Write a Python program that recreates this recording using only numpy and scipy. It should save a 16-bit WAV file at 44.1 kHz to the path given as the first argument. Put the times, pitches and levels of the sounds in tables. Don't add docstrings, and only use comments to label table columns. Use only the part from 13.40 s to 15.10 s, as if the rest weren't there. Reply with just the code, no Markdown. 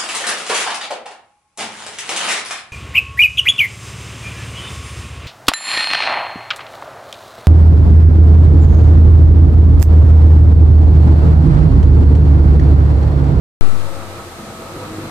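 import sys
import numpy as np
from scipy import signal
from scipy.fft import rfft, irfft
from scipy.io import wavfile
from scipy.ndimage import uniform_filter1d

SR = 44100
rng = np.random.default_rng(int(sys.argv[2]) if len(sys.argv) > 2 else 0)


def waveform_to_disk(signal):
    frames = np.transpose(np.atleast_2d(signal))
    scaled = np.clip(frames, -1, 1) * 32767
    samples = np.round(scaled).astype(np.int16)
    wavfile.write(sys.argv[1], SR, samples)


N = 74970
TIME = np.arange(N) / SR
PAN = np.array([[.5], [-.5]])

# pitch_hz, width_hz, relative_db
LOW_MODES = [(121.4, 9.7, -3.5), (153, 13, -1.5), (203.8, 19, -3), (226.5, 17, -1), (248.6, 35, 0),
             (291.3, 24, -2), (322.4, 18.5, -0.5), (338.6, 20.7, 1.5), (374, 17.5, -1.5)]
# pitch_hz, width_hz, relative_db
MIDDLE_MODES = [(459, 34, -1), (501.4, 21.5, -0.5), (557.6, 21, -3), (610.4, 8, -7.5), (664.2, 20, -2.5),
                (731, 15, -6), (790, 32, -3), (886, 27, -9.5), (950, 46, -3)]


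def from_db(db):
    return 10 ** (np.asarray(db) / 20)


def rms_one(x):
    return x / np.sqrt(np.mean(x ** 2) + 1e-20)


def in_time(rows):
    return np.interp(TIME, *np.transpose(rows))


def over_pitch(rows, column=1):
    rows = np.array(rows)
    hz = np.fft.rfftfreq(N, 1 / SR)
    return np.interp(np.log(hz + 1e-9), np.log(rows[:, 0]), rows[:, column])


def drift(rate_hz, step=40):
    memory = np.exp(-2 * np.pi * step * rate_hz / SR)
    run_in = 2000
    noise = rng.standard_normal(N // step + run_in + 2)
    slow = signal.lfilter([1], [1, -2 * memory, memory ** 2], noise)[run_in:]
    return np.interp(np.arange(N) / step, np.arange(len(slow)), rms_one(slow))


def wavering(hz, waver, rate_hz=4.7):
    phase = 2 * np.pi * (hz * TIME + rng.random())
    tone = (1 + waver * drift(rate_hz)) * np.sin(phase)
    return rms_one(tone + waver * drift(rate_hz) * np.cos(phase))


def colour(x, spectrum, column=1):
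    return irfft(rfft(x) * from_db(over_pitch(spectrum, column)), N)


def widen(mid, side):
    # pitch_hz, likeness (1 = the same, 0 = unrelated)
    likeness = [(60, 1), (120, 0.99), (240, 0.97), (480, 0.88), (950, 0.86), (1300, 0.36), (1900, 0.075),
                (3800, -0.1), (7500, -0.22)]
    alike = np.clip(over_pitch(likeness), -.99, .99)
    shared = np.sqrt((1 + alike) / 2) * rfft(mid)
    opposite = np.sqrt((1 - alike) / 2) * rfft(side) * [[1], [-1]]
    return irfft(shared + opposite, N)


def resonate(x, hz, width_hz):
    decay = np.exp(-np.pi * width_hz / SR)
    feedback = [1, -2 * decay * np.cos(2 * np.pi * hz / SR), decay ** 2]
    return signal.lfilter(np.array([1, 0, -1]) * (1 - decay ** 2) / 2, feedback, x + 1e-18)


def room(x, fade_s=0.58, echo_db=1.5):
    tail = rng.standard_normal(N) * from_db(-60 * TIME / fade_s)
    return x + from_db(echo_db) * signal.fftconvolve(x, tail / np.linalg.norm(tail))[:N]


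def rush(average_db=-38.5, follow=0.89, pan_db=-1.0):
    # pitch_hz, relative_db
    spectrum = [(30, -12), (60, -1), (110, -9.5), (300, -6.5), (600, -4.5), (1000, -8.5), (1500, -3.5),
                (2000, -7), (2600, -9.5), (3200, -15.5), (4100, -10.5), (5500, -32), (13000, -29.5)]
    # time_s, relative_db
    scrape = [(0.24, -41.5), (0.37, -44.5), (0.42, -42.5), (0.5, -45), (0.72, -44.5), (0.77, -42.5),
              (0.86, -46), (1.35, -45), (1.42, -42), (1.52, -44), (1.69, -41)]
    scrape_db = in_time(scrape)
    swell_db = follow * (scrape_db - scrape_db.mean())
    air = rms_one(widen(*colour(rng.standard_normal((2, N)), spectrum)))
    return from_db(average_db + swell_db + pan_db * PAN) * air


def motor():
    # time_s, relative_db
    hum = [(0.24, -33), (0.464, -31.5), (0.544, -49.5), (0.576, -31.5), (0.636, -42), (0.668, -33.5),
           (0.792, -38.5), (0.824, -46), (0.88, -37.5), (0.916, -63), (1.106, -37), (1.138, -52),
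           (1.446, -32.5), (1.466, -40), (1.586, -31.5), (1.68, -39)]
    # time_s, level_db
    whine = [(0.24, -43), (0.42, -45), (0.7, -50), (0.8, -43), (0.95, -53), (1.15, -41), (1.32, -48.5),
             (1.45, -42), (1.54, -54), (1.69, -47)]
    # pitch_hz, level_db, waver_share, left_minus_right_db
    tones = [(86.5, -48.5, 0.61, -1), (199.2, -51, 1, 0), (881, -54, 0.62, 11.5), (1083, -56.5, 0.14, 17.5),
             (1223, -58, .5, 2)]
    out = from_db(in_time(hum) - 1.5) * wavering(hz=99.1, waver=.06)
    out += from_db(in_time(whine)) * wavering(hz=1282, waver=.15)
    for hz, db, waver, pan_db in tones:
        out = out + from_db(db + pan_db * PAN) * wavering(hz, waver)
    return out


def groans(fade_s=0.046):
    # start_s, length_s, pitch_hz, level_db
    rubs = [(0.224, 0.086, 311, -33), (0.422, 0.21, 548, -40), (0.553, 0.14, 1331, -43.5),
            (0.56, 0.095, 819, -41), (0.721, 0.2, 353, -41.5), (0.744, 0.11, 1301, -45),
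            (0.927, 0.12, 340.2, -38), (0.96, 0.31, 203.7, -41.5), (0.985, 0.27, 224, -43.5),
            (1.093, .18, 653, -43.5), (1.21, 0.097, 509, -39), (1.312, 0.13, 351, -36),
            (1.356, 0.12, 507.8, -32.5), (1.375, 0.12, 963, -45.5), (1.46, 0.23, 319, -37),
            (1.58, 0.09, 509, -33.5)]
    out = np.zeros(N)
    for start_s, length_s, hz, db in rubs:
        swell = np.clip(np.minimum(TIME - start_s, start_s + length_s - TIME) / fade_s, 0, 1)
        out += from_db(db) * swell * wavering(hz, waver=0.34)
    return out


def bumps(spread_octaves=0.27):
    # start_s, peak_db (before the echo), centre_hz
    hits = [(0.243, -29.5, 303), (0.325, -29, 160), (1.364, -21.5, 343), (1.516, -24.5, 221),
            (1.583, -22, 300)]
    out = np.zeros(N)
    for start_s, db, centre_hz in hits:
        age = np.maximum(TIME - start_s, 0)
        thud = np.zeros(N)
        for hz, width_hz, mode_db in LOW_MODES + MIDDLE_MODES:
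            strength = from_db(mode_db) * np.exp(-.5 * (np.log2(hz / centre_hz) / spread_octaves) ** 2)
            thud += strength * np.exp(-np.pi * width_hz * age) * np.sin(2 * np.pi * hz * age)
        out += from_db(db) * thud / np.abs(thud).max()
    return room(out)


def contacts(teeth, taps_per_s=1500, spread_db=2.5, wash_db=-1.0):
    sizes = from_db(spread_db * np.minimum(rng.exponential(1, N), 4)) * rng.choice([-1, 1], N)
    taps = teeth * sizes * (rng.random(N) < taps_per_s / SR)
    return rms_one(taps) + from_db(wash_db) * rng.standard_normal(N)


def ringing_metal(modes, level_db, teeth):
    force = np.array([contacts(teeth), contacts(teeth)])
    ringing = sum((-1) ** k * from_db(db) * rms_one(resonate(force, hz, width_hz))
                  for k, (hz, width_hz, db) in enumerate(modes))
    edges_hz = [modes[0][0] * 0.7, modes[-1][0] * 1.12]
    band = signal.butter(2, edges_hz, "band", fs=SR, output="sos")
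    ringing = widen(*signal.sosfilt(band, ringing))
    power = uniform_filter1d(ringing.mean(axis=0) ** 2, 3500)
    return from_db(level_db) * ringing / np.sqrt(power + 1e-12)


def drum(teeth_per_s=25.5, tooth_fade_s=0.0067, tooth_push=1.2):
    # time_s, relative_db
    boom = [(0.24, -31), (0.554, -37), (0.602, -33.5), (0.724, -37), (0.832, -36), (0.91, -43),
            (0.974, -35.5), (1.338, -35.5), (1.362, -33.5), (1.478, -33), (1.512, -32), (1.572, -34.5),
            (1.592, -32), (1.69, -29.5)]
    # time_s, level_db
    ring = [(0.24, -37), (0.296, -39.5), (0.828, -37), (0.852, -41.5), (1.12, -37.5), (1.176, -45),
            (1.22, -33.5), (1.244, -43), (1.256, -36), (1.342, -40), (1.418, -33), (1.43, -37.5),
            (1.596, -38), (1.608, -58), (1.632, -36), (1.69, -39)]
    # time_s, relative_db
    grind = [(0.24, -36.5), (0.506, -40), (0.638, -35), (0.712, -46), (0.732, -36), (0.84, -40.5),
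             (0.856, -42), (1.29, -39.5), (1.298, -40.5), (1.402, -37.5), (1.418, -43), (1.45, -33),
             (1.508, -39.5), (1.69, -40.5)]
    # pitch_hz, width_hz, relative_db
    gear_modes = [(1148, 81, -3.5), (1229, 72, -2.5), (1301, 29, -2), (1325, 40, -3), (1405, 29, -10)]
    tooth_age = TIME % (1 / teeth_per_s)
    teeth = 1 + tooth_push * np.exp(-tooth_age / tooth_fade_s)
    return (ringing_metal(LOW_MODES, in_time(boom) - 3, teeth)
            + ringing_metal(MIDDLE_MODES, in_time(ring), teeth)
            + ringing_metal(gear_modes, in_time(grind) - 4, teeth))


def scene():
    return motor() + drum() + bumps() + groans() + rush()


def record(dry):
    # pitch_hz, left_relative_db, right_relative_db
    hiss_spectrum = [(1000, -6.5, -7.5), (3000, -4.5, 1), (4570, -1, -0.5), (6240, -0.5, -5),
                     (9130, 0.5, -6.5), (10340, -7, -8.5), (11900, -7.5, -7.5), (14000, -10.5, -8.5)]
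    hiss_db, tone_db, tone_hz = -41.5, -44.5, 39.7
    switch_on_s, settle_s, cutoff_hz = .2105, .175, 14300
    left, right = rng.standard_normal((2, N))
    hiss = np.array([colour(left, hiss_spectrum, column=1), colour(right, hiss_spectrum, column=2)])
    sound = dry + from_db(hiss_db) * rms_one(hiss)
    sound[0] += from_db(tone_db) * np.sqrt(2) * np.sin(2 * np.pi * tone_hz * TIME)
    age = np.maximum(TIME - switch_on_s, 0)
    pop = np.array([[-.82], [.085]]) * np.exp(-(age / settle_s) ** 1.25)
    sound = (sound + pop) * (TIME >= switch_on_s)
    treble_cut = signal.firwin(401, cutoff_hz, fs=SR)
    return signal.fftconvolve(sound, treble_cut[None], "same", axes=1)


dry = scene()
out = record(dry)
waveform_to_disk(out)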